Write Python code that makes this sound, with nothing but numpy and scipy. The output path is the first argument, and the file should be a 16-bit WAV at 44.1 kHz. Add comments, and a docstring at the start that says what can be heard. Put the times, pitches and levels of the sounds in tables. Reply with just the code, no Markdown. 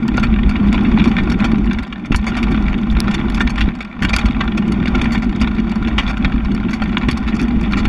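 """A bicycle runs fast down a gravel trail, heard from a camera fixed low on its frame.
Noise through narrow resonances makes the tyre's drumming, the bounce of the frame and the fork's shudder.
Gravel, pebbles and clacks are short chattering strikes on the frame's modes; sand is steady noise through them.
Each bump loads the wheel, then lets it run light. Twice the wheels lift over a crest
and land with a thump and a clatter; a few very short, dry, bright clicks stand out."""
import sys
import numpy as np
from scipy import signal
from scipy.io import wavfile
from scipy.ndimage import uniform_filter1d

SR = 44100
rng = np.random.default_rng(int(sys.argv[2]) if len(sys.argv) > 2 else 0)


def waveform_to_disk(signal):
    """Save audio, clipped to [-1, 1], as 16-bit WAV at the path in sys.argv[1]."""
    frames = np.transpose(np.atleast_2d(signal))
    scaled = np.clip(frames, -1, 1) * 32767
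    samples = np.round(scaled).astype(np.int16)
    wavfile.write(sys.argv[1], SR, samples)


N = 347508

# Loudest stones and rattling parts hitting the frame. Each row: start in seconds, level in dB over 10 ms,
# pitch centre in Hz, treble against body in dB, nominal chatter length in seconds.
CLACK_HITS = [(0.177, -14, 1530, -22.5, 0.0051), (0.23, -14.5, 2050, -16.5, 0.014),
              (0.555, -21.5, 1870, -35, 0.0042), (0.742, -20, 1900, -25, .012),
              (0.846, -22.5, 1850, -24, 0.021), (0.995, -18.5, 2230, -27, 0.0082),
              (1.075, -25, 1840, -11.5, 0.0071), (1.166, -18.5, 2450, -24, 0.0025),
              (1.183, -16.5, 1700, -26, 0.0093), (1.32, -27, 1590, -8, 0.0056),
              (1.402, -23, 2030, -19, 0.004), (1.442, -16, 1740, -15, 0.011),
              (1.709, -21.5, 2100, -26, 0.0082), (1.786, -23.5, 1700, -17, 0.0043),
              (1.925, -24.5, 2200, -24, 0.0034), (2.119, -18.5, 2000, -18, 0.0079),
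              (2.145, -15.5, 1370, -21, 0.0029), (2.159, -27.5, 1580, 4, 0.0077),
              (2.265, -17, 1520, -13, 0.026), (2.367, -20.5, 1600, -13, .016),
              (2.682, -23, 1790, -22, 0.0031), (2.968, -22, 2060, -25, 0.0019),
              (3.079, -23.5, 1730, -22, 0.0087), (3.11, -24.5, 1900, -12, 0.0071),
              (3.147, -23, 1800, -14.5, 0.0042), (3.345, -26.5, 1920, -6, 0.0064),
              (3.405, -13, 1850, -24, 0.0067), (3.474, -19.5, 2210, -18, 0.0016),
              (3.502, -28.5, 1740, -4.5, 0.0048), (3.577, -19, 1470, -19.5, 0.014),
              (3.607, -15, 2480, -18, 0.012), (3.805, -22.5, 1810, -18, .008),
              (4.021, -15.5, 1570, -14, 0.024), (4.049, -15, 1600, -14, 0.0019),
              (4.131, -11.5, 1680, -14.5, 0.014), (4.163, -16.5, 2470, -6.5, 0.0024),
              (4.184, -17.5, 1510, -14, 0.011), (4.257, -23, 1710, -9, 0.0072),
              (4.406, -14, 1690, -20, 0.0069), (4.577, -21.5, 1700, -14, 0.006),
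              (4.947, -18.5, 1910, -25, 0.0065), (5.017, -29, 2110, -7.5, .003),
              (5.054, -20.5, 1500, -29, 0.0054), (5.119, -22.5, 1900, -5.5, 0.023),
              (5.147, -19, 2090, -22, 0.016), (5.221, -22.5, 1460, -16.5, .016),
              (5.413, -19, 1640, -10.5, 0.0079), (5.472, -21.5, 2140, -22, 0.0075),
              (5.581, -26, 1640, -21.5, 0.011), (5.88, -26.5, 1600, -13, 0.0062),
              (5.98, -10, 1980, -19.5, 0.017), (6.075, -19.5, 1710, -15, 0.079),
              (6.246, -15, 2480, -36, 0.0046), (6.731, -20.5, 1810, -10, 0.015),
              (6.819, -17.5, 1240, -19, 0.0057), (6.969, -13.5, 1760, -36, 0.0022),
              (7.037, -28, 1400, -40, .002), (7.085, -16, 2240, -18, 0.0059),
              (7.111, -24, 2210, -2.5, 0.0044), (7.173, -26.5, 1500, -7, 0.005),
              (7.275, -21.5, 1810, -17, 0.02), (7.393, -21.5, 1470, -14, 0.014),
              (7.732, -18.5, 1620, -21.5, .004), (7.77, -18, 1700, -13.5, 0.036),
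              (7.852, -19, 1600, -15, 0.0038)]
# Resonances of the bicycle frame. Each row: frequency in Hz, width in Hz before extra damping, relative level in dB.
FRAME_MODES = [(589, 39, -9.5), (801, 80, -0.5), (1011, 68, -0.5), (1150, 81, -2), (1399, 96, 2.5),
               (1582, 12, 0), (1809, 14, 4.5), (1950, 340, -6.5), (2315, 208, 0.5), (2640, 84, -4.5),
               (2860, 42, -2), (3280, 26, -4.5), (3483, 213, -2.5), (3715, 110, -6.5), (4426, 65, -7),
               (4720, 63, -11.5), (5230, 440, -23.5), (5510, 120, -15), (6290, 140, -17),
               (6940, 300, -22.5), (7570, 110, -24.5), (8000, 130, -25.5), (8900, 400, -32),
               (9800, 350, -33.5), (10400, 340, -27.5), (12000, 360, -32.5)]
TREBLE_HZ = 4300   # splits the frame's low modes from its high ones


def from_db(db):
    """Decibels to gain."""
    return 10 ** (np.asarray(db) / 20)


def rms_one(x):
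    """Scales to an rms of 1."""
    return x / np.sqrt(np.mean(x ** 2) + 1e-20)


def in_time(rows):
    """Level curve of (s, dB) rows, interpolated to one value a sample."""
    s, level_db = np.transpose(rows)
    return np.interp(np.arange(N) / SR, s, level_db)


def cut(x, hz, kind, order=2):
    """Butterworth low- or high-pass."""
    sos = signal.butter(order, min(hz, 0.45 * SR), kind, fs=SR, output="sos")
    return signal.sosfilt(sos, x)


def drift(rate_hz):
    """Low-passed noise of rms 1, for random level swings."""
    return rms_one(cut(rng.standard_normal(N + SR), rate_hz, "low")[SR:])


def evened(x, seconds):
    """Holds the rms at 1 over the given span and leaves faster flutter alone."""
    power = np.abs(uniform_filter1d(x ** 2, int(seconds * SR)))
    return x / np.sqrt(power + 1e-12)


def add(track, at_s, sound):
    """Mixes a sound into the track."""
    start = max(int(at_s * SR), 0)
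    track[start:start + len(sound)] += sound[:max(N - start, 0)]


def ringing(modes, size):
    """One decaying sine a mode; its dB is the height of its resonance."""
    hz, width_hz, level_db = np.transpose(modes)[:, :, None]
    t = np.arange(size) / SR
    decay = np.exp(-np.pi * width_hz * t)
    return from_db(level_db) * width_hz * decay * np.sin(2 * np.pi * hz * t)


def rumble(modes):
    """The uneven ground shakes each mode with its own white noise."""
    out = np.zeros(N)
    for ring in ringing(modes, size=12000):
        noise = rng.standard_normal(N + len(ring) - 1)
        out += signal.fftconvolve(noise, ring, "valid")
    return out


def wheel_load():
    """Extra load on the wheel: 0 on even ground, up to 1 on a bump, below 0 on the rebound."""
    rise_s, fall_s = 0.02, 0.063
    full_db = -18.5   # clack level that loads the wheel about fully
    rebound_s, rebound_share = 0.1, 0.45
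    t = np.arange(0, N, 100) / SR
    push = np.zeros(len(t))
    for s, hit_db, *_ in CLACK_HITS:   # every clack marks a bump
        push += from_db(hit_db - full_db) * np.exp(-np.maximum((s - t) / rise_s, (t - s) / fall_s))
    load = np.tanh(push)
    now = np.arange(N) / SR
    return np.interp(now, t, load) - rebound_share * np.interp(now - rebound_s, t, load)


def aloft():
    """1 while the wheels are in the air, else 0; they lift off gently and land at once."""
    # Each row: take-off in seconds, landing in seconds.
    jumps = [(1.876, 2.102), (3.704, 4.017)]
    t = np.arange(N) / SR
    return sum(np.clip((t - up) / 0.04, 0, 1) * np.clip((down - t) / 0.004, 0, 1) for up, down in jumps)


def unloaded(level_db, ceiling_db):
    """In the air nothing drives the bicycle, so its noises stay under a low ceiling."""
    return level_db - aloft() * np.maximum(level_db - ceiling_db, 0)


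def ride():
    """Levels of shake, drumming and crunch from the lie of the trail, bumps, random swings and jumps."""
    # Basic levels of frame bounce, tyre drumming and gravel crunch (how loose the gravel is).
    # Each row: time in seconds, level in dB before the offsets below.
    bouncing = [(0.0, -27), (0.28, -15), (1.73, -21.5), (2.02, -42.5), (2.15, -14.5), (2.24, -29),
                (2.7, -13), (2.81, -32.5), (2.94, -8), (3.01, -24.5), (3.66, -17), (3.95, -43), (4.04, -21),
                (4.67, -23), (6.47, -20), (6.52, -25.5), (7.84, -19), (7.88, -12)]
    drumming = [(0.0, -21.5), (0.04, -19), (1.07, -14), (1.27, -22), (1.29, -19), (1.65, -15),
                (1.93, -30.5), (2.13, -18.5), (2.15, -24), (2.41, -18), (3.56, -21), (3.95, -34),
                (4.04, -12.5), (4.06, -24), (4.81, -16.5), (4.96, -18.5), (5.73, -18), (6.21, -24),
                (6.36, -18), (6.43, -31), (6.52, -17), (7.27, -22), (7.31, -16.5), (7.88, -20)]
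    crunch = [(0.0, -34), (0.94, -29.5), (1.65, -32.5), (1.84, -38), (2.15, -38.5), (2.33, -32),
              (2.52, -28.5), (2.72, -32.5), (2.94, -35), (3.07, -29), (3.49, -33.5), (3.75, -33),
              (4.04, -31.5), (4.24, -30), (4.63, -34), (5.05, -27.5), (5.2, -36.5), (5.42, -34),
              (6.14, -32.5), (6.41, -34), (7.75, -33), (7.88, -30.5)]
    load, swing_hz = wheel_load(), 9.1
    # basic level + offset + effect of a full load + random swing, all in dB
    shake_db = in_time(bouncing) + 0.2 + 2 * load + 3.0 * drift(swing_hz)
    drum_db = in_time(drumming) + 1.21 - 0.5 * load + 1.86 * drift(swing_hz)
    crunch_db = in_time(crunch) - 2.5 + 2.5 * load
    return (unloaded(np.minimum(shake_db, -10), ceiling_db=-33.5),
            unloaded(drum_db, ceiling_db=-26),
            unloaded(crunch_db, ceiling_db=-41.5))


def frame_rings(soft_hz=4300, damping_per_s=25):
    """The frame's low modes, which any soft contact wakes, and its high ones, which need a hard contact."""
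    t = np.arange(1800) / SR
    rings = ringing(FRAME_MODES, size=len(t)) * np.exp(-damping_per_s * t)   # mud and cables damp the tubes
    high = np.array(FRAME_MODES)[:, 0] > TREBLE_HZ
    return np.where(high[:, None], rings, cut(rings, soft_hz, "low", order=3)), high


def contact(count, spread_db):
    """A point of contact drives each mode with a random strength and sign."""
    return from_db(spread_db * rng.standard_normal(count)) * rng.choice([-1, 1], count)


def strike(frame, centre_hz, bright_db, length_s, tail_s=0.0018, linger=0.67, rise_s=0.0004,
           spiky=1.63, octaves=0.96, hardening=0.52):
    """A few milliseconds of chatter on one spot of the frame, with the energy of 10 ms at 0 dB."""
    rings, high = frame
    hz = np.array(FRAME_MODES)[:, 0]
    t = np.arange(rings.shape[1]) / SR
    grains = rng.standard_normal(len(t))
    force = np.sign(grains) * np.abs(grains) ** spiky * np.minimum(t / rise_s, 1)
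    force *= np.exp(-np.maximum(t - 0.52 * length_s, 0) / (tail_s + linger * length_s))
    strengths = contact(len(hz), spread_db=2.5)
    # small stones ring higher; hard ones reach the topmost modes
    size_colour = np.exp(-0.5 * (np.log2(hz / centre_hz) / octaves) ** 2)
    hard_colour = from_db(hardening * (bright_db + 4) * np.log2(hz / TREBLE_HZ))
    body_ring = (strengths * size_colour * ~high) @ rings
    treble_ring = (strengths * hard_colour * high) @ rings
    body = signal.fftconvolve(force, body_ring)
    treble = signal.fftconvolve(force, treble_ring)
    share = from_db(bright_db)
    hit = body / np.linalg.norm(body) + share * treble / np.linalg.norm(treble)
    return hit * np.sqrt(SR / 100 / (1 + share ** 2))


def shake(level_db, low_hz=20, top_hz=100):
    """Bumps bounce the frame and the camera with it."""
    # The whole bicycle bouncing on its tyres. Each row: frequency in Hz, width in Hz, relative level in dB.
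    bounce_modes = [(25, 10, -14.5), (41.4, 12, -5.5), (51.3, 8.4, 9)]
    bounce = cut(cut(rumble(bounce_modes), low_hz, "high"), top_hz, "low")
    return from_db(level_db) * evened(bounce, seconds=0.12)


def tyre(level_db, flutter_db=0.5, flutter_hz=17, top_hz=410):
    """The tyre drums like a hollow ring as it runs over the stones."""
    # Air and casing of the tyre. Each row: frequency in Hz, width in Hz, relative level in dB.
    tyre_modes = [(160, 200, -26), (205, 14.2, 2), (224.7, 19.4, 1), (244, 8.1, -0.5), (294, 66, -15),
                  (339, 33, -14), (360, 27, -22.5)]
    drum = cut(rumble(tyre_modes), top_hz, "low", order=4)
    drum = drum * from_db(flutter_db * drift(flutter_hz))
    return from_db(level_db) * evened(drum, seconds=0.091)


def judder(level_db, top_hz=260):
    """Coarse ground makes the fork shudder."""
    # Fork and stays flexing. Each row: frequency in Hz, width in Hz, relative level in dB.
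    fork_modes = [(94, 73, -0.5), (146, 170, -1.5)]
    shudder = cut(rumble(fork_modes), top_hz, "low", order=3)
    return from_db(level_db) * evened(shudder, seconds=0.32)


def gravel(level_db, frame, size_db=4.5, centre_hz=1550, scatter_octaves=0.6, bright_db=-28,
           hardness_db=10.5, length_s=0.002, count=700):
    """Loose stones shift under the tread at random, each with its own size, pitch and hardness."""
    crunch = np.zeros(N)
    times = rng.uniform(0, N / SR, count)
    traits = np.clip(rng.standard_normal((count, 3)), -2, 2)
    for s, (size, pitch, hard) in zip(times, traits):
        pitch_hz = centre_hz * 2 ** (scatter_octaves * pitch)
        hit = strike(frame, pitch_hz, bright_db + hardness_db * hard, length_s)
        add(crunch, s, from_db(size_db * size) * hit)
    return from_db(level_db) * evened(crunch, seconds=0.47)


def sand(level_db, frame, tilt_db_per_octave=-6.0, hiss_db=-3.0, flutter_db=1.0, flutter_hz=26, count=6):
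    """Fine dirt is crushed without a break: the frame's low modes murmur, the high ones hiss faintly."""
    rings, high = frame
    octaves = np.log2(np.array(FRAME_MODES)[:, 0] / TREBLE_HZ)
    strengths = np.where(high, from_db(hiss_db), from_db(tilt_db_per_octave * octaves))
    murmur = np.zeros(N)
    for _ in range(count):
        noise = rng.standard_normal(N)
        ring = (strengths * rng.choice([-1, 1], len(strengths))) @ rings
        murmur += signal.oaconvolve(noise, ring)[:N]
    return from_db(level_db + flutter_db * drift(flutter_hz)) * rms_one(murmur)


def pebbles(crunch_db, frame, level_db=-29, size_db=6.0, follow=0.95, centre_hz=1900, scatter_octaves=0.61,
            bright_db=-14.5, hardness_db=8.5, length_s=0.005, length_spread=0.48, count=30):
    """The tread keeps flicking small stones at the frame, harder where the gravel is loose."""
    out = np.zeros(N)
    looseness_db = crunch_db - np.median(crunch_db)
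    times = (np.arange(count) + rng.random(count)) / count * N / SR
    traits = 2 * rng.random((count, 4)) - 1
    for s, (size, pitch, hard, slow) in zip(times, traits):
        hit = strike(frame, centre_hz * 2 ** (scatter_octaves * pitch), bright_db + hardness_db * hard,
                     length_s * np.exp(length_spread * slow))
        hit_db = level_db + size_db * size + follow * looseness_db[int(s * SR)]
        add(out, s, from_db(hit_db) * hit)
    return out


def clacks(frame):
    """Bigger stones and rattling parts hit the frame."""
    out = np.zeros(N)
    for s, hit_db, centre_hz, bright_db, length_s in CLACK_HITS:
        add(out, s, from_db(hit_db) * strike(frame, centre_hz, bright_db, length_s))
    return out


def clicks(tail_s=0.0011, tail_db=-22.5):
    """An impulse with a brief noise tail excites high, broad resonances: a dry, bright click."""
    # Very short, dry, bright clicks. 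Each row: start in seconds, peak in dB.
    click_peaks = [(0.8354, -29), (2.162, -10), (3.0037, 2.5), (4.164, -2), (7.4161, -16.5)]
    # Resonances that colour the clicks. Each row: frequency in Hz, width in Hz, relative level in dB.
    click_modes = [(3120, 700, -17), (4650, 630, 6.5), (5370, 1400, 11), (7100, 900, -9), (8200, 810, -2),
                   (9900, 900, 6), (12700, 900, -20)]
    t = np.arange(700) / SR
    ring = ringing(click_modes, size=len(t)).sum(axis=0)
    out = np.zeros(N)
    for s, peak_db in click_peaks:
        tail = from_db(tail_db) * rng.standard_normal(len(t)) * np.exp(-t / tail_s)
        click = signal.fftconvolve((t == 0) + tail, ring)
        add(out, s, from_db(peak_db) * click / np.abs(click).max())
    return out


def thumps(drum_hz=225, drum_s=0.0028, heave_hz=60, heave_s=0.0079, cushion_hz=430):
    """A hard knock squashes the tyre: a short drum note and one heave of the frame."""
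    # Knocks of the wheel on the ground. Each row: start in seconds, drum note in dB and
    # heave of the frame in dB, both before decay and cushioning.
    knocks = [(1.533, 4.5, -25), (2.107, 4, -22), (2.146, -23, 1), (2.931, -12, -8), (3.678, -0.5, -17),
              (4.018, -4, -12), (4.049, -17, -4.5), (7.086, 4.5, -9), (7.573, -6, -5)]
    t = np.arange(8000) / SR
    drum = np.exp(-t / drum_s) * np.sin(2 * np.pi * drum_hz * t)
    heave = np.exp(-t / heave_s) * np.sin(2 * np.pi * heave_hz * t)
    out = np.zeros(N)
    for s, drum_db, heave_db in knocks:
        knock = from_db(drum_db) * drum + from_db(heave_db) * heave
        add(out, s, cut(knock, cushion_hz, "low", order=4))   # rubber cushions the blow
    return out


def scene():
    """Wheels, gravel and frame, all close to the camera."""
    shake_db, tyre_db, gravel_db = ride()
    frame = frame_rings()
    # the fork answers to coarse ground and to the size of the bumps, as far as it can flex
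    bump_db = shake_db - np.mean(shake_db)
    fork_db = np.minimum(6.0 + gravel_db + 0.48 * bump_db - 4 * aloft(), -24)
    wheels = from_db(-0.5) * shake(shake_db) + from_db(1.0) * tyre(tyre_db) + judder(fork_db)
    ground = from_db(2.0) * gravel(gravel_db, frame) + from_db(1.0) * sand(gravel_db, frame)
    hits = pebbles(gravel_db, frame) + clacks(frame) + clicks() + thumps()
    return (wheels + ground + hits)[None]


def record(dry):
    """The housing dulls the top, the highest peaks are rounded, the band ends steeply at 15.8 kHz."""
    dull = cut(dry, 12000, "low", order=4)
    rounded = 0.95 * dull / (1 + dull ** 8) ** (1 / 8)
    band_limit = signal.ellip(10, 0.2, 70, 15800, fs=SR, output="sos")
    return signal.sosfilt(band_limit, rounded)


dry = scene()
out = record(dry)
waveform_to_disk(out)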